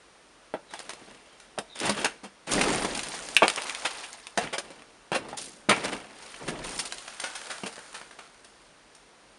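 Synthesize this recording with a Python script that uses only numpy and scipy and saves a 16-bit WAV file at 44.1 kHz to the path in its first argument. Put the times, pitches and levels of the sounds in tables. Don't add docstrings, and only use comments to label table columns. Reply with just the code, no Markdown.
import sys
import numpy as np
from scipy import signal
from scipy.fft import rfft, irfft, next_fast_len
from scipy.io import wavfile

SR = 44100
rng = np.random.default_rng(int(sys.argv[2]) if len(sys.argv) > 2 else 0)


def wav_record(signal):
    frames = np.transpose(np.atleast_2d(signal))
    bounded = np.clip(frames, -1, 1)
    quanta = np.round(bounded * 32767).astype(np.int16)
    wavfile.write(sys.argv[1], SR, quanta)


N = 413658


def from_db(db):
    return 10 ** (np.asarray(db) / 20)


def unit(x):
    return x / np.sqrt(np.sum(x ** 2) + 1e-20)


def at_hz(points, hz):
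    point_hz, point_db = np.transpose(points)
    return np.interp(np.log(np.maximum(hz, 1)), np.log(point_hz), point_db)


def coloured(x, points):
    n = 2 * next_fast_len(len(x) // 2 + 1)
    gain = from_db(at_hz(points, np.fft.rfftfreq(n, 1 / SR)))
    cepstrum = irfft(np.log(gain))
    cepstrum[1:n // 2] *= 2
    cepstrum[n // 2 + 1:] = 0
    response = np.exp(rfft(cepstrum))
    return irfft(rfft(x, n) * response)[:len(x)]


def resonate(x, modes):
    for hz, width_hz, db in modes:
        b, a = signal.iirpeak(hz, hz / width_hz, fs=SR)
        x = x + (from_db(db) - 1) * signal.lfilter(b, a, x)
    return x


def evened(burst):
    power, hz = np.abs(rfft(burst)) ** 2, np.fft.rfftfreq(len(burst), 1 / SR)
    correction = []
    for centre in np.geomspace(100, 12000, 12):
        nearby = abs(hz - centre) < 60 + centre / 4
        correction.append((centre, -10 * np.log10(power[nearby].mean())))
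    return coloured(burst, correction)


# thump, body, crack, splinter (f/Hz)
RANGE_EDGES_HZ = [130, 400, 1200, 4000, 11000]
RANGE_HZ = np.sqrt(np.multiply(RANGE_EDGES_HZ[:-1], RANGE_EDGES_HZ[1:]))


def range_spectrum(levels, rumble_db):
    thump, body, crack, splinter = (db - 10 * np.log10(2 * width / SR)
                                    for db, width in zip(levels, np.diff(RANGE_EDGES_HZ)))
    weight = np.clip(thump - body, -10, 2)
    bass = thump + 0.42 * weight
    return [(18, bass + rumble_db - 9.5), (38, bass + rumble_db), (68, bass - 21), (185, bass),
            (300, thump - 0.078 * weight), (680, body), (1350, (body + crack) / 2 - 1),
            (2800, crack), (5200, splinter), (10500, splinter - 7)]


def voiced(colour, db, brightness=0, focus=0):
    octaves = np.log2(RANGE_HZ / RANGE_HZ[2])
    return db + np.array(colour) + brightness * octaves - focus * np.array([1.5, 1, 0, 1])


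def runs(events, lasts=1):
    end = max(s + hold + t60 / 2 for s, _, hold, t60, _ in events)
    t = np.arange(events[0][0], end, .002)
    power = 1e-10
    for s, rise, hold, t60, levels in events:
        age = t[:, None] - s
        fall_db = -60 * np.maximum(age - rise - hold, 0) / (t60 * np.array(lasts))
        power = power + (np.clip(age / rise, 0, 1) * from_db(levels + fall_db)) ** 2
    return np.column_stack([t, 10 * np.log10(power)])


def grains(size, per_s, spread_db):
    sizes = from_db(spread_db * np.minimum(rng.exponential(1, size), 4))
    signs = rng.choice([-1, 1], size)
    return sizes * signs * (rng.random(size) < per_s / SR)


RECESS_T60_S, ROOM_T60_S = 0.09, 0.32


def strikes(rows, contact, echo_db, tail_db, rumble_db, ring_db=0, ring_q=1):
    out, t = np.zeros(N + SR), np.arange(SR // 2) / SR
    click = 1.0 * (t == 0)
    for s, swell, *ring_hz, thump, body, crack, splinter in rows:
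        age = t / max(swell, 1 / SR)
        tiny_clicks = unit(grains(len(t), 9000, 1.52) * age * np.exp(-age))
        recess = unit(grains(len(t), 4000, 2.64) * from_db(-60 * t / RECESS_T60_S) * (t > .003))
        room = unit(rng.standard_normal(len(t)) * from_db(-60 * t / ROOM_T60_S) * (t > .012))
        space = click + from_db(echo_db) * recess + from_db(tail_db) * room
        push = contact * np.exp(-swell / 0.007) * unit(np.exp(-6 * age))
        burst = evened(signal.fftconvolve(push + tiny_clicks, space)[:len(t)])
        burst = resonate(burst, [(hz, hz / ring_q, ring_db) for hz in ring_hz])
        burst = coloured(burst, range_spectrum((thump, body, crack, splinter), rumble_db))
        start = round(s * SR)
        out[start:start + len(t)] += burst * np.sqrt(SR / 50)
    return out[:N]


def crunch(rows, per_s, spread_db, grain_s, together, blur, rumble_db):
    s, *levels = np.transpose(rows)
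    start, stop = int(s[0] * SR), min(int(s[-1] * SR), N)
    t, out = np.arange(start, stop) / SR, np.zeros(N)
    anchors, curves = zip(*range_spectrum(levels, rumble_db))
    shared = grains(len(t), per_s, spread_db) ** 2
    edges = np.geomspace(24, 12288, 16)
    together, blur = np.clip([together, blur], 0, 1)
    for low, high in zip(edges, edges[1:]):
        hz = np.sqrt(low * high)
        db = [np.interp(np.log(hz), np.log(anchors), row) for row in np.transpose(curves)]
        own = grains(len(t), per_s, spread_db) ** 2
        hits = together * shared + (1 - together) * own
        fade = np.exp(-2 / (grain_s * np.sqrt(2000 / hz) * SR))
        patter = signal.lfilter([1], [1, -fade], hits + 1e-18)
        power = blur + (1 - blur) * patter / patter.mean()
        drive = rng.standard_normal(len(t)) * np.sqrt(power) * from_db(np.interp(t, s, db))
        band = signal.butter(2, [low, high], "band", fs=SR, output="sos")
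        out[start:stop] += signal.sosfilt(band, drive)
    return out


# (f/Hz, level per Hz/dB, relative)
HUSH = [(20, -22), (42, 1.5), (75, -12), (170, -5.5), (450, -2), (800, -4.5), (1400, -5.5), (3000, -10.5),
        (5500, -14), (10000, -22.5)]
HUSH_DB = -56.5


def hush():
    return from_db(HUSH_DB) * np.sqrt(N) * unit(coloured(rng.standard_normal(N), HUSH))


# (t/s, swell time/s, level/dB, brightness/dB per octave)
SCUFFS_AND_TICKS = [(1.398, 0.0029, -57.5, 2.5), (6.202, 0.0013, -60, -3.5), (7.079, 0.0015, -45, -.5),
                    (7.199, .0015, -41, 3), (7.238, 0.0038, -36, -0.5), (7.351, 0.0053, -41.5, 2),
                    (7.498, 0.0074, -39, 0), (7.78, 0.0013, -52.5, -4.5), (7.943, 0.0054, -43, 0),
                    (8.014, 0.00092, -50, -2.5), (8.11, 0.0016, -54, -1.5), (8.188, 0.0032, -48.5, -1.5),
                    (8.445, 0.0018, -60, 4), (8.949, 0.002, -65, 7)]
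# (t/s, level/dB)
RUSTLE = [(6.95, -72), (7.012, -49.5), (7.5, -41.5), (7.91, -47.5), (8.212, -59), (8.7, -63)]
# (thump, body, crack, splinter; each level/dB, relative)
SCUFF_DB = [-15, -1.5, 1.5, 1]
RUSTLE_DB = [-21.5, -9, -9, -5]
# (f/Hz, width/Hz, gain/dB)
CLOTH = [(1500, 430, 5.5)]
SLIDE_RISE_S, SLIDE_T60_S, SLIDE_DB = 0.026, 0.4, -12


def jacket_and_ticks():
    scuffs = [(s, swell, *voiced(SCUFF_DB, db, brightness)) for s, swell, db, brightness in SCUFFS_AND_TICKS]
    slides = runs([(s, SLIDE_RISE_S, 0, SLIDE_T60_S, voiced(SCUFF_DB, db + SLIDE_DB))
                   for s, _, db, _ in SCUFFS_AND_TICKS])
    rubbing = [(s, *voiced(RUSTLE_DB, db)) for s, db in RUSTLE]
    layer = strikes(scuffs, contact=0.4, echo_db=-5.5, tail_db=-5, rumble_db=-10)
    for levels in (slides, rubbing):
        layer += crunch(levels, per_s=550, spread_db=9, grain_s=0.0038,
                        together=0.83, blur=0.54, rumble_db=-23)
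    return resonate(layer, CLOTH)


# (t/s, length/s, start f/Hz, end f/Hz, level/dB)
SQUEAKS = [(0.66, 0.18, 4100, 3110, -59), (1.268, .14, 3180, 3150, -70), (1.673, 0.15, 4000, 3350, -52.5)]


def squeaks(width_hz):
    out = np.zeros(N)
    for s, length, from_hz, to_hz, db in SQUEAKS:
        n, start = int(length * SR), int(s * SR)
        slow = signal.butter(2, width_hz, fs=SR, output="sos")
        waver = signal.sosfilt(slow, rng.standard_normal(n))
        tone = waver * np.sin(2 * np.pi * np.cumsum(np.geomspace(from_hz, to_hz, n)) / SR)
        out[start:start + n] += from_db(db) * np.sqrt(n) * unit(tone * signal.windows.tukey(n))
    return out


# (t/s, rise/s, time to fade by 60 dB/s, level/dB, brightness/dB per octave)
TEARS = [(0.70, 0.013, 3, -50, 0.5), (1.005, .01, 0.13, -58, -5), (1.07, 0.0089, 0.31, -55, -2.5),
         (1.746, 0.013, .4, -46, 1), (1.79, 0.029, 0.65, -37, -1), (1.825, 0.036, 0.37, -28, -0.1),
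         (1.903, 0.0085, 0.17, -39.5, -1), (1.96, 0.018, 0.4, -32.5, -0.5), (4.399, 0.016, 0.36, -37, -1.5),
         (4.6, 0.043, 1.25, -52, -1), (4.77, 0.0097, 0.21, -55, -1), (5.17, 0.0081, 1.65, -51, -4),
         (5.283, 0.0039, 0.21, -43.5, 0), (5.73, 0.011, 1.3, -37.5, -1), (5.828, .015, 0.22, -31.5, -.5),
         (5.909, .02, 0.19, -35, -1.5)]
# (thump, body, crack, splinter; each level/dB, relative)
TEAR_DB = [-7, -1.5, -1.5, -4]


def tearing():
    levels = runs([(s, rise, 0, t60, voiced(TEAR_DB, db, brightness))
                   for s, rise, t60, db, brightness in TEARS])
    return crunch(levels, per_s=510, spread_db=5.5, grain_s=0.0082, together=0.41, blur=0.23, rumble_db=-9)


# (t/s, swell time/s, level/dB, brightness/dB per octave, midrange focus/dB)
SHARDS = [(0.736, 0.0022, -41.5, -1, 3.5), (0.792, 0.00068, -46.5, 1.5, 0.5), (0.801, 0.0021, -47, -2, 0),
          (0.893, 0.0012, -41.5, -0.5, -0.5), (0.901, 0.0038, -41.5, -0.5, 2.5),
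          (0.934, .0012, -48.5, -1, -2.5), (1.79, 0.00063, -46, 7, 9), (1.8, 0.0013, -36.5, 5.5, 8),
          (2.516, 0.0031, -33, 3.5, 4), (2.61, 0.0034, -22, -1, 6), (2.637, 0.0025, -29, -2.5, 3),
          (2.847, 0.0028, -36.5, -3, -5.5), (2.948, 0.0031, -33, 5.5, 13), (2.974, 0.0016, -47, 0.5, -9.5),
          (2.992, 0.0011, -30.5, 5.5, 16), (3.031, 0.0026, -40.5, 5.5, 5.5), (3.139, 0.0068, -41.5, 4.5, 6),
          (3.287, 0.00092, -45.5, 1.5, -2), (3.366, 0.00041, -9, 2.5, 19.5), (3.4805, 0.00048, -24, 1, 4.5),
          (3.499, 0.0011, -29, 1, 6.5), (3.56, 0.00073, -40.5, 3.5, 1), (3.576, .0037, -29, -5, 12),
          (3.62, 0.00043, -37, 3, 8), (3.695, 0.0014, -30, 2.5, 13.5), (3.748, 0.00065, -32, 5, 17),
          (3.848, 0.0077, -23, -1.5, 8), (4.03, 0.0081, -38, 0, 6.5), (4.13, 0.0002, -63.5, 8.5, -7),
          (4.269, 0.00059, -40, 1, 7.5), (4.473, 0.0013, -37.5, -5, 18), (4.821, 0.00056, -52, -3, 6.5),
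          (6.342, .001, -42, -5, 17), (6.778, 0.0013, -60, 10, -3), (6.789, 0.0052, -32.5, 3, 2),
          (6.851, 0.0054, -40, 2, 1.5), (6.923, 0.00099, -35.5, 0.9, 3.5), (6.982, .001, -42, 8.5, 17)]
# (thump, body, crack, splinter; each level/dB, relative)
SHARD_DB = [-15, -3, -1, 1]


def snaps():
    rows = [(s, swell, *voiced(SHARD_DB, db, brightness, focus))
            for s, swell, db, brightness, focus in SHARDS]
    return strikes(rows, contact=0.2, echo_db=-6.5, tail_db=-18, rumble_db=-32)


def pieces(rows, per_s, spread_db, cycles):
    s, *levels = np.transpose(rows)
    out, t = np.zeros(N + SR), np.arange(SR // 10) / SR
    length_s = s[-1] - s[0]
    for when, size, force, overtone in rng.random((int(per_s * length_s), 4)):
        at, hz = s[0] + when * length_s, 600 * (7000 / 600) ** size
        range_db = [np.interp(at, s, level) for level in levels]
        db = np.interp(np.log(hz), np.log(RANGE_HZ), range_db)
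        clink = sum(gain * np.sin(2 * np.pi * f * t) * from_db(-60 * f * t / cycles)
                    for f, gain in ((hz, 1), (2.76 * hz, overtone)))
        start = int(at * SR)
        out[start:start + len(t)] += from_db(db + spread_db * (force - 1.5)) * clink
    return out[:N]


def chips(rows, per_s, spread_db, tick_s, low_hz):
    s, *_, splinter = np.transpose(rows)
    splinter_db = np.interp(np.arange(N) / SR, s, splinter, left=-99, right=-99)
    clicks = grains(N, per_s, spread_db) * from_db(splinter_db)
    envelope = signal.lfilter([1], [1, -np.exp(-1 / (tick_s * SR))], clicks + 1e-18)
    bass_cut = signal.butter(1, low_hz, "high", fs=SR, output="sos")
    return signal.sosfilt(bass_cut, envelope * rng.standard_normal(N))


# (t/s, rise/s, hold/s, time to fade by 60 dB/s, level/dB,
# brightness/dB per octave, extra thump level/dB); the fading time is scaled by FALL_LASTS
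FALLS = [(2.465, 0.0057, 0.056, 0.36, -42, -1, -1.5), (2.504, .012, .02, 0.18, -34, 4, 15),
         (2.516, .04, 0.14, 1.99, -34, -0.6, 0), (2.98, 0.054, 0.46, 1.2, -48, 1.5, -1.5),
         (3.464, 0.027, 0.42, 1.62, -44.5, 0, -14.5), (5.366, 0.01, .02, 0.51, -47, 5.5, 7),
         (6.096, 0.14, .15, 2.4, -53, 1.5, -6), (6.394, .02, 0.084, 0.57, -53, -4, -4.5),
         (6.489, 0.019, 0.11, 0.36, -50, -2.5, -1), (6.637, 0.0039, 0.047, 2, -43, 1.5, 1)]
# (thump, body, crack, splinter; each level/dB, relative)
FALL_DB = [0, 0, 0, 0]
FALL_LASTS = [.65, .85, 1.0, 1.1]


def falling_ice():
    levels = runs([(s, rise, hold, t60, voiced(FALL_DB, db, brightness) + [weight, 0, 0, 0])
                   for s, rise, hold, t60, db, brightness, weight in FALLS], FALL_LASTS)
    scatter = crunch(levels, per_s=380, spread_db=5.5, grain_s=0.0088, together=0.4, blur=.26, rumble_db=2)
    clinks = pieces(levels, per_s=120, spread_db=13.5, cycles=95)
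    ticks = chips(levels, per_s=50, spread_db=4.5, tick_s=0.00071, low_hz=1500)
    return scatter + from_db(13.5) * clinks + from_db(1.5) * ticks


# (t/s, main ring f/Hz, body level/dB, thump level against body/dB, treble slope/dB per octave)
THUDS = [(0.539, 590, -29, -7, -8), (0.737, 910, -40, -25, -3), (1.578, 705, -34, -15, -8.5),
         (2.579, 490, -28, -4, -17), (3.139, 790, -42, -14, -3), (3.421, 777, -9.5, -26, -10.5),
         (4.384, 730, -28.5, -7, -3.5), (4.538, 690, -37, -20, -6), (4.583, 560, -36.5, -8, -2),
         (4.704, 547, -51, 1.5, -0.5), (5.118, 215, -28.5, -4, -4), (5.329, 806, -38, -7, -6.5),
         (5.688, 137, -29.5, 4, -6.5), (6.484, 255, -38, 4, -2), (7.635, 216, -37, -1.5, -2.5)]
THUD_SWELL_S = 0.00097
# (t/s, swell time/s, main ring f/Hz, level/dB, brightness/dB per octave, midrange focus/dB)
CRUNCHES = [(1.586, 0.00093, 596, -36, -.4, -1.5), (1.894, 0.0018, 202, -31, 0, -4),
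            (2.045, 0.0015, 2060, -28.5, 1.3, -0.5), (2.056, 0.0018, 1620, -27, -1.5, 7.5),
            (2.233, 0.0093, 196, -46.5, -1.2, -2.5), (3.428, 0.0037, 279, -18.5, -4, 10),
            (4.375, 0.0018, 1640, -30, 0.2, -1), (4.527, 0.0079, 536, -31.5, 0, 4),
            (4.581, 0.0022, 1500, -36, 3.4, 1), (5.127, 0.0043, 715, -29, -2, 9.5),
            (5.145, 0.0071, 537, -27.5, -1, 3), (5.692, 0.003, 1300, -20, .5, 4),
            (5.707, 0.0063, 2260, -22.5, -3.5, 6), (6.477, 0.0065, 1660, -37, 0.5, 0),
            (7.659, 0.0049, 450, -37.5, 0.5, 1.5)]
# (thump, body, crack, splinter; each level/dB, relative)
CRUNCH_DB = [-6, 2, 0.5, 0]


def blows_and_footstep():
    octaves = np.log2(RANGE_HZ[2:] / RANGE_HZ[1])
    thud_rows = [(s, THUD_SWELL_S, hz, db + bass_db, db, *(db + slope * octaves))
                 for s, hz, db, bass_db, slope in THUDS]
    crunch_rows = [(s, swell, hz, *voiced(CRUNCH_DB, db, brightness, focus))
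                   for s, swell, hz, db, brightness, focus in CRUNCHES]
    thuds = strikes(thud_rows, contact=0.42, echo_db=0.5, tail_db=-14, rumble_db=-29,
                    ring_db=9, ring_q=9.5)
    crunches = strikes(crunch_rows, contact=0.29, echo_db=-2.5, tail_db=-17.5, rumble_db=-23,
                       ring_db=11.5, ring_q=17)
    return from_db(-1) * (thuds + crunches)


# (f/Hz, width/Hz, gain/dB)
EAVE = [(206.7, 12, 2), (308.7, 21, 0.5), (457.5, 9.1, 5), (2290, 9.5, 7.5), (2727, 40, 6.5)]
# (f/Hz, width/Hz, gain/dB)
MICROPHONE = [(7800, 300, -6), (8964, 530, 8.5)]


def scene():
    resonant = resonate(blows_and_footstep() + tearing(), EAVE)
    near = resonant + snaps() + falling_ice() + jacket_and_ticks() + squeaks(width_hz=130)
    return resonate(near + hush(), MICROPHONE)[None]


CUTOFF_HZ = 10750


def record(dry):
    ceiling = .72
    narrow = signal.sosfilt(signal.butter(24, CUTOFF_HZ, fs=SR, output="sos"), dry)
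    limited = narrow / (1 + (narrow / ceiling) ** 8) ** (1 / 8)
    return signal.sosfilt(signal.butter(10, 13500, fs=SR, output="sos"), limited)


dry = scene()
out = record(dry)
wav_record(out)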